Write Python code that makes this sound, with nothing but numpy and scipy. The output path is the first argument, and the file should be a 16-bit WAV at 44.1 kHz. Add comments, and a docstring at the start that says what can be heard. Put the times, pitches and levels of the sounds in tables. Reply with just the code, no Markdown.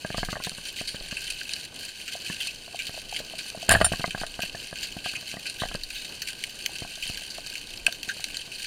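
"""Rocky reef, heard inside a sealed camera housing: water murmurs, with a deep surge after each knock.
Shrimp snaps, far and near, are noise bursts scattered off the rocks that ring the housing.
Gear knocks are short pushes that ring the case. A rubber-powered spear gun goes off with a clatter
of bursts, a shudder of two low resonances and a steel ping of harmonic partials."""
import sys
import numpy as np
from scipy import signal
from scipy.fft import rfft, irfft, next_fast_len
from scipy.io import wavfile
from scipy.ndimage import uniform_filter1d

SR = 44100
rng = np.random.default_rng(int(sys.argv[2]) if len(sys.argv) > 2 else 0)


def transcribe(u):
    """Save the signal u as a 16-bit wav file named by the first command-line argument.

    u: samples, shape (n,) or (channels, n), limited to [-1, 1]; the rate is SR.
    q: integer samples, one column per channel.
    """
    v = np.clip(np.atleast_2d(u).T, -1, 1)
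    q = np.round(v * 32767).astype(np.int16)
    wavfile.write(sys.argv[1], SR, q)


N = 381906

# knocks on the case: t/s, louder of thump and ring as peak level/dB,
# hollowness as ring over thump level/dB, hardness as tick over that peak level/dB
CASE_KNOCKS = [(0.047, -24.5, -0.5, -1), (0.102, -26.5, -1.5, -1), (0.144, -25.5, 1, -1.5),
               (0.18, -23, -3.5, -3), (0.23, -22.5, -1, 2), (0.286, -26.5, -8, 2), (0.328, -24.5, -5, 1),
               (0.355, -33.5, 0, 9.5), (0.366, -26, 12, -5), (0.4, -32.5, -1, 0),
               (0.469, -26.5, -2.5, -3.5), (0.516, -37, -5, -6), (0.582, -36.5, -8, -1),
               (0.811, -27.5, -3.5, -5), (0.944, -29, -7, -5), (1.008, -36, -3, -6), (1.124, -30, -10, -4),
               (2.151, -29, 24, -27), (2.299, -26.5, -17, -1.5), (2.678, -37.5, 13, -5),
               (2.744, -29, 26, -23), (2.893, -31.5, -6, -5), (2.941, -38, 9, -14), (2.975, -31, 23, -18),
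               (3.125, -27.5, 33, -26), (3.201, -30.5, 6, -19), (3.335, -32, 14, -18),
               (3.547, -28.5, 24, -18), (3.574, -33, -8, -9), (3.627, -30.5, 29, -22), (3.689, -15, 4, -6),
               (3.705, -18, 5, 9), (3.716, -12, 3.5, 8), (3.725, -18.5, 13, 8), (3.738, -13.5, 7, -21),
               (3.749, -15, -17, 6.5), (3.756, -13.5, 20, -10), (3.766, -26, -9, 1), (3.785, -34, 8, -6),
               (3.803, -22.5, 8, -8), (3.812, -9.5, 4, 1), (3.844, -18.5, 21, 0), (3.864, -24.5, 7, 0),
               (3.918, -19.5, -2.5, -12), (3.934, -21.5, -7, 1), (3.995, -24.5, -12, -10),
               (4.006, -33, 0, 2), (4.041, -18.5, 6, 5.5), (4.078, -26, -9, -19), (4.147, -25, 0, 2.5),
               (4.176, -36, 6, 3), (4.214, -27.5, -3, -1), (4.234, -23.5, 15, 1.5), (4.391, -26, 2, -1),
               (4.433, -30.5, -1, -2), (4.547, -29.5, -1, -0.5), (4.727, -30, -2, -1),
               (4.966, -27, -6.5, -14), (5.059, -27.5, 5, 1), (5.136, -40, -5, 8.5), (5.339, -33, -1, -2),
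               (5.368, -30.5, -4.5, -2.5), (5.619, -22, -6, 1), (5.634, -20.5, 16, -2.5),
               (5.654, -31, -2, 0), (5.713, -34.5, 1, 3), (5.748, -25.5, -3, -2.5), (6.692, -35.5, 20, -23),
               (6.82, -25.5, -9, -12), (6.848, -34, 4, -1), (6.975, -40, 12, -10), (7.097, -27.5, -12, -15),
               (7.215, -40.5, 12, -13), (7.382, -30, 14, -7), (7.88, -28, 8, 0), (8.079, -34, -10, -17),
               (8.165, -42, 3, -5), (8.195, -38.5, 3, 1)]


def undb(db):
    """Amplitude factor of a level in dB."""
    return 10 ** (np.asarray(db) / 20)


def level(x, db):
    """Scale to an RMS level in dB."""
    return x * undb(db) / np.sqrt(np.mean(x ** 2))


def walk(rate_hz):
    """Random steps, each 1 / rate_hz long, smoothed twice; spread near 1."""
    step = int(SR / rate_hz)
    steps = np.repeat(rng.standard_normal(N // step + 1), step)
    smooth = uniform_filter1d(uniform_filter1d(steps, step), step)
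    return 1.39 * smooth[:N]


def bandpass(edges_hz):
    """Third-order Butterworth band."""
    return signal.butter(3, edges_hz, "band", fs=SR, output="sos")


def response(modes, size=2048):
    """Sum of decaying resonances; wider ones die faster, with dB as relative gain at the centre."""
    t = np.arange(size) / SR
    total = np.zeros(size)
    for hz, width_hz, db, sign in modes:
        decay = width_hz * np.exp(-np.pi * width_hz * t)
        total += np.sign(sign) * undb(db) * decay * np.cos(2 * np.pi * hz * t)
    return total


def add(out, s, sound, peak_db):
    """Place a sound at s seconds with the given peak."""
    i = int(s * SR)
    piece = sound[:N - i]
    out[i:i + len(piece)] += piece * undb(peak_db) / np.abs(sound).max()


def housing_parts():
    """Single rings of the housing in four bands: lower body, upper body, low ring, treble."""
    # housing resonances: f/Hz, width/Hz, relative level/dB, polarity
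    housing_modes = [(1594, 104, -1, 1), (2275, 1080, -6.5, 1), (2591, 208, 6.5, -1), (3053, 256, 4.5, 1),
                     (3750, 440, -3.5, 1), (4455, 447, 3.5, -1), (5730, 147, -6, -1), (6297, 255, -4, -1),
                     (7110, 460, -9, -1), (9290, 650, -4.5, 1), (11480, 3200, -18.5, -1),
                     (11390, 450, -18, 1), (13350, 1100, -27.5, -1), (15600, 790, -31, 1)]
    # the four bands: low edge f/Hz, high edge f/Hz
    part_edges_hz = [(2000, 3400), (3400, 5250), (1420, 2000), (5250, 19000)]
    parts = []
    for low_hz, high_hz in part_edges_hz:
        band = bandpass([low_hz, high_hz])
        inside = [mode for mode in housing_modes if low_hz < mode[0] < high_hz]
        parts.append(np.array([signal.sosfilt(band, response([mode], size=1024)) for mode in inside]))
    return parts


def knock_parts(rows):
    """Thump, ring and tick peaks: hollow spots ring, firm spots thump, hard blows tick."""
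    return [(s, db - max(hollow_db, 0), db + min(hollow_db, 0), db + hard_db)
            for s, db, hollow_db, hard_db in rows]


def surge(calm_db=-60.5, stir_db=-25.5, settle_s=0.29):
    """Slosh level round the case: each thump adds power to a calm floor, which then decays."""
    stir = np.zeros(N)
    for s, thump_db, *_ in knock_parts(CASE_KNOCKS):
        stir[int(s * SR)] = undb(thump_db + stir_db) ** 2
    fade = np.exp(-2 / (settle_s * SR))
    return np.sqrt(undb(calm_db) ** 2 + signal.lfilter([1], [1, -fade], stir))


def water(murmur_db=-52.5):
    """Flickering murmur of shaped noise, and deep band noise that surges after thumps."""
    # murmur spectrum: f/Hz, relative density level/dB
    murmur_spectrum = [(12, -33), (20, -24), (59, -2.5), (301, -4), (576, -8), (665, -8), (1300, -18),
                       (1370, -25), (1500, -5.5), (1950, -66), (3300, -120)]
    shape_hz, shape_db = np.transpose(murmur_spectrum)
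    size = next_fast_len(N)
    hz = np.maximum(np.arange(size // 2 + 1) * SR / size, 1)
    shape = undb(np.interp(np.log(hz), np.log(shape_hz), shape_db))
    noise_spectrum = rfft(rng.standard_normal(size))
    murmur = irfft(noise_spectrum * shape, size)[:N]
    murmur = level(murmur, murmur_db) * undb(1.43 * walk(20))
    deep = signal.sosfilt(bandpass([8, 36]), rng.standard_normal(N))
    return murmur + level(deep, 0) * surge() * undb(4.8 * walk(7.9))


def chorus(parts, rate_hz=350, spread_db=3.0, colour_db=4, scatter_s=0.0035, haze_db=-4, flurry_db=5):
    """Far snaps of unequal size and colour, smeared by the rocks, over a haze of farther ones."""
    # distant shrimp, before flicker: t/s, level/dB
    chorus_levels = [(0.0, -38.5), (0.26, -43.5), (0.65, -37.5), (0.91, -42), (1.16, -39), (1.6, -38.5),
                     (1.71, -43.5), (1.8, -38.5), (2.19, -40), (2.36, -35.5), (2.6, -40.5), (3.74, -40),
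                     (3.9, -36.5), (4.12, -40), (6.42, -40), (6.85, -39.5), (7.1, -35), (7.28, -40),
                     (7.91, -42.5), (8.08, -40), (8.66, -37.5)]
    chance_per_sample = rate_hz / SR * undb(flurry_db * walk(30))
    when = np.flatnonzero(rng.random(N) < chance_per_sample)
    size_db = np.minimum(spread_db * rng.exponential(size=len(when)), 4 * spread_db)
    noise, out, power = rng.standard_normal(N), np.zeros(N), np.zeros(N)
    fade = np.exp(-2 / (scatter_s * SR))
    for ring in np.vstack(parts):
        # each snap excites each ring by a different amount
        power[when] = undb(size_db + colour_db * rng.standard_normal(len(when))) ** 2
        smeared = signal.lfilter([1], [1, -fade], power)
        push = noise * np.sqrt(smeared / smeared.mean() + undb(haze_db) ** 2)
        out += signal.oaconvolve(push, ring)[:N]
    level_s, level_db = np.transpose(chorus_levels)
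    trend_db = np.interp(np.arange(N) / SR, level_s, level_db)
    return level(out, 0) * undb(trend_db + 0.53 * walk(25))


def knocks(contact_ms=0.19, bounce=0.4, wash_db=-16, detune=0.063, tint_db=3.5, faint_db=-45):
    """A short push, ragged rebound and fainter wash ring the case, differently at each spot."""
    # struck case as three lists, thump, ring and tick: f/Hz, width/Hz, relative level/dB, polarity
    case_modes = [
        [(28, 17, -3, 1), (113, 107, 5.5, 1), (174.4, 29, 2.5, 1), (348, 63, -25, 1)],
        [(675, 72, 19.5, 1), (616, 190, -7, 1), (780, 66, -17, 1)],
        [(986, 79, -6, -1), (1222, 77, -2, 1), (1615, 87, 8.5, 1), (1860, 180, 1.5, 1)],
    ]
    # bands of thump, ring and tick: low edge f/Hz, high edge f/Hz
    case_edges_hz = [(15, 500), (420, 950), (800, 2100)]
    out, t = np.zeros(N), np.arange(3072) / SR
    bands = [bandpass(edges_hz) for edges_hz in case_edges_hz]
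    # loose straps add faint taps at random moments
    faint = [(s * N / SR, faint_db - 6 * a, faint_db - 6 * b, faint_db)
             for s, a, b in rng.random((40, 3))]
    rebound_fade = np.exp(-t / 0.0047) + undb(wash_db) * np.exp(-t / 0.022)
    for k, (s, *peaks_db) in enumerate(knock_parts(CASE_KNOCKS) + faint):
        contact = np.exp(-((t * 1000 / contact_ms - 2) ** 2))
        # a simple choice: the push flips polarity from one row to the next
        push = (-1) ** k * contact + bounce * rng.standard_normal(len(t)) * rebound_fade
        for modes, band, db in zip(case_modes, bands, peaks_db):
            here = [(hz * (1 + detune * rng.standard_normal()), width_hz,
                     gain_db + tint_db * rng.standard_normal(), sign)
                    for hz, width_hz, gain_db, sign in modes]
            ring = signal.fftconvolve(push, response(here, size=3000))
            add(out, s, signal.sosfilt(band, ring), db)
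    return out


def bursts(rows, parts, crack, fall, tail_db, tail_s, grain_db, colour_db, crack_s=3e-5):
    """Sharp crack, ragged echoes dying with the scatter time, faint wash; each burst has its own colour."""
    out, t = np.zeros(N), np.arange(3072) / SR
    for s, *peaks_db, ms in rows:
        echoes = np.exp(-fall * t / (max(ms, .5) / 1000)) + undb(tail_db) * np.exp(-t / tail_s)
        # louder and softer clumps, 40 samples or about a millisecond long
        grains = np.repeat(rng.standard_normal(len(t) // 40 + 1), 40)[:len(t)]
        clumps = undb(grain_db * np.minimum(grains, .7))
        # the shorter the scatter, the more the direct crack stands out
        direct = crack / max(ms, 2) * np.exp(-t / crack_s)
        push = rng.standard_normal(len(t)) * clumps * echoes + direct
        for part, db in zip(parts, peaks_db):
            tint = undb(colour_db * rng.standard_normal(len(part)))
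            add(out, s, signal.fftconvolve(push, tint @ part), db)
    return out


def near_snaps(parts, treble_db=3.5, treble_per_bright=0.23, loss_db_per_doubling=2):
    """Bright snaps favour the upper body; the longer the scatter, the duller the treble."""
    # near snaps: t/s, mean of lower and upper body peak level/dB,
    # brightness as upper over lower body level/dB, low ring over body level/dB, scatter/ms
    snaps = [(0.125, -33.5, -6, -16, 37), (0.1714, -24.5, 0, -13, 23), (0.248, -29, 4, -12, 6.7),
             (0.302, -31, 0, -16, 10), (0.3172, -31.5, 5, -16, 8.4), (0.4381, -24.5, 7, -20, 0.87),
             (0.4462, -24.5, 1, -13, 5.1), (0.4946, -25.5, 10, -16, 1), (0.7965, -33.5, 1, -22, 7.5),
             (0.8748, -26.5, 6, -19, 16), (0.8886, -31, -5, -10, 7.9), (1.1102, -29.5, -1, -6, 7.9),
             (1.1675, -26.5, -10.5, -8, 10), (1.2784, -31.5, -10, -11, 8.9), (1.3018, -22.5, -1, -25, 4.3),
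             (1.4126, -32.5, -19, 4.5, 2.1), (1.4929, -25.5, -4, -17, 0.98), (1.512, -30.5, -3, -13, 14),
             (1.5352, -22, 8, -16, 2.6), (1.79, -33, 7, -18, 5.5), (1.8901, -32, 4, -8, 4.3),
             (2.0783, -27.5, -3, -9, 6.5), (2.4034, -26, -9, -10.5, 8.9), (2.4188, -32, 7, -22, 6.9),
             (2.471, -28, 8, -23, 3.6), (2.4796, -35, -18, -24, 6.1), (2.7896, -26, -9, -12.5, 10),
             (2.8674, -28, 0, -13, 5.6), (3.144, -29, -5, -12, 8.1), (3.163, -23, -8, -21, 5.4),
             (3.1912, -31, -2, -9, 4.3), (3.3825, -34, 9, -13, 14), (3.3877, -27.5, -5, -9, 7.5),
             (3.5012, -27.5, 4, -15, 0.85), (3.9226, -22.5, -10, -18, 3.5), (4.0603, -33.5, 19, -18, 3),
             (4.1065, -27, -10.5, -9, 5.6), (4.2652, -30.5, 6, -12, 3.8), (4.3402, -32.5, -7, -14, 3.9),
             (4.4034, -27.5, -1, -5, 2.7), (4.4194, -23.5, -7, -11, 9.5), (4.4506, -31, -4, -13, 4.3),
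             (4.7556, -30, -10, -8, 9.6), (4.829, -25, -2, -13, 7.4), (4.8387, -30, 6, -11, 5.4),
             (5.0409, -28.5, -4, -8, 9.5), (5.0531, -28, -5, -17, 15), (5.0675, -29.5, -7, -15, 52),
             (5.0851, -31.5, 6, -14, 7.8), (5.1525, -29, -13, -12, 6.3), (5.3145, -26.5, -4, -17, 3.5),
             (5.4537, -30, -7, -5.5, 12), (5.465, -26, 3, -25, 12), (5.4981, -25.5, 7, -14, 3.7),
             (5.5972, -25.5, -1, -13, 24), (5.7424, -28, 1, -10, 2), (5.8349, -32, 22, -11, 3),
             (5.951, -30, 0, -12, 26), (6.0465, -33, 8, -12, 8.4), (6.219, -23, 1, -12.5, 3.9),
             (6.2726, -27, -3, -17, 6.2), (6.2854, -27.5, 3, -8, 5.4), (6.4385, -19, -6, -23, 2.5),
             (6.4941, -34, -2, -17, 6), (6.609, -36, 2, -18, 4.1), (6.6614, -14.5, -3.5, -20, 1.7),
             (6.7851, -29, 6, -25, 1), (7.0253, -27, -9, -25, 4.6), (7.0327, -30, -7, -26, 10.6),
             (7.1732, -26, 0, -11, 3.3), (7.3029, -33.5, 14, -11, 6.4), (7.4632, -31.5, 13, -18, 3.3),
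             (7.5542, -26.5, -11, -15, 4.7), (7.8654, -7.5, -12.5, -9, 1.8), (7.9246, -28, 10, -5.5, 2.9),
             (8.0305, -24, -1, -21, 2.2), (8.0875, -26, -1, 4.5, 7.4), (8.2416, -18, 2.5, -20, 2.3),
             (8.3435, -27.5, -4, -15, 11), (8.3695, -27, 19, -9, 2.1), (8.5171, -32, -10, -25, 3.9)]
    rows = []
    for s, db, bright_db, low_db, ms in snaps:
        loss_db = loss_db_per_doubling * np.log2(ms)
        treble_peak_db = db + treble_db + treble_per_bright * bright_db - loss_db
        rows.append((s, db - bright_db / 2, db + bright_db / 2, db + low_db, treble_peak_db, ms))
    return bursts(rows, parts, crack=24.2, fall=0.57, tail_db=-20.5, tail_s=0.033,
                  grain_db=3.5, colour_db=4.0)


def gun_rattle(parts, upper_db=-4, low_db=-5):
    """Trigger, shaft and rubber clatter as bursts through the housing as the gun fires."""
    # rattle: t/s, lower body peak level/dB, treble over lower body level/dB, scatter/ms
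    clatter = [(3.681, -30, -12, 11), (3.6928, -6.5, 6, 1.9), (3.6992, -16, -11, 13),
               (3.7105, -12.5, 5, 20), (3.716, -38, -18, 4), (3.7216, -14.5, 10.5, 1.7),
               (3.727, -26, 11, 9.1), (3.7354, -18, -13, 9), (3.7492, -16, -17, 5.9), (3.7609, -28, 1, 18),
               (3.781, -34, -6, 24), (3.8122, -18, -10, 2.7), (3.8159, -17.5, -6, 4.4),
               (3.8456, -18, 0, 13)]
    # in the treble, steel on steel shakes only the rings from 7 to 11.5 kHz
    hard = parts[:3] + [parts[3][2:5]]
    rows = [(s, db, db + upper_db, db + low_db, db + treble_db, ms) for s, db, treble_db, ms in clatter]
    return bursts(rows, hard, crack=10.5, fall=1.3, tail_db=-23, tail_s=0.018,
                  grain_db=4.5, colour_db=-1)


def stock():
    """The gun stock's low, slowly dying wobble, which comes through the diver's arm."""
    # stock resonances, before low-pass: f/Hz, width/Hz, relative level/dB, polarity
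    stock_modes = [(99.1, 7.4, 10, 1), (65.4, 6.8, 9, 1)]
    # jolts: t/s, peak level/dB
    stock_jolts = [(3.7, -22), (3.741, -21), (3.815, -22.5)]
    out = np.zeros(N)
    wobble = signal.lfilter([1], [1, -.97], response(stock_modes, size=8192))
    for s, db in stock_jolts:
        add(out, s, wobble, db)
    return out


def steel(lowest_hz=1839, rise_s=0.0028):
    """The shaft rings lengthwise, so its thin partials are whole multiples of one tone."""
    # shaft partials: multiple of the lowest tone, relative level/dB, 60 dB decay time/s
    shaft_partials = [(1, -32, 0.089), (2, -16, 0.04), (3, -21.5, 0.08), (4, -15.5, 0.067), (5, -5, 0.08),
                      (6, -27, 0.067), (7, -35, .1)]
    # blows on the shaft: t/s, peak level/dB
    shaft_hits = [(3.822, -35), (3.8442, -7.5)]
    out, t = np.zeros(N), np.arange(SR // 4) / SR
    ping = np.zeros(len(t))
    for multiple, db, t60_s in shaft_partials:
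        tone = np.sin(2 * np.pi * multiple * lowest_hz * t)
        ping += undb(db) * tone * np.exp(-np.log(1000) * t / t60_s)
    ping *= 1 - np.exp(-t / rise_s)
    for s, db in shaft_hits:
        add(out, s, ping, db)
    return out


def scene():
    """Sum of all layers, as one channel."""
    parts = housing_parts()
    background = water() + chorus(parts)
    gun = gun_rattle(parts) + stock() + steel()
    return (background + knocks() + near_snaps(parts) + gun)[None]


def record(dry, ceiling=.55, top_hz=15800):
    """The loudest peaks flatten softly, then a steep low-pass cuts the top."""
    flattened = ceiling * np.tanh(dry / ceiling)
    return signal.sosfilt(signal.ellip(8, .2, 70, top_hz, fs=SR, output="sos"), flattened)


dry = scene()
out = record(dry)
transcribe(out)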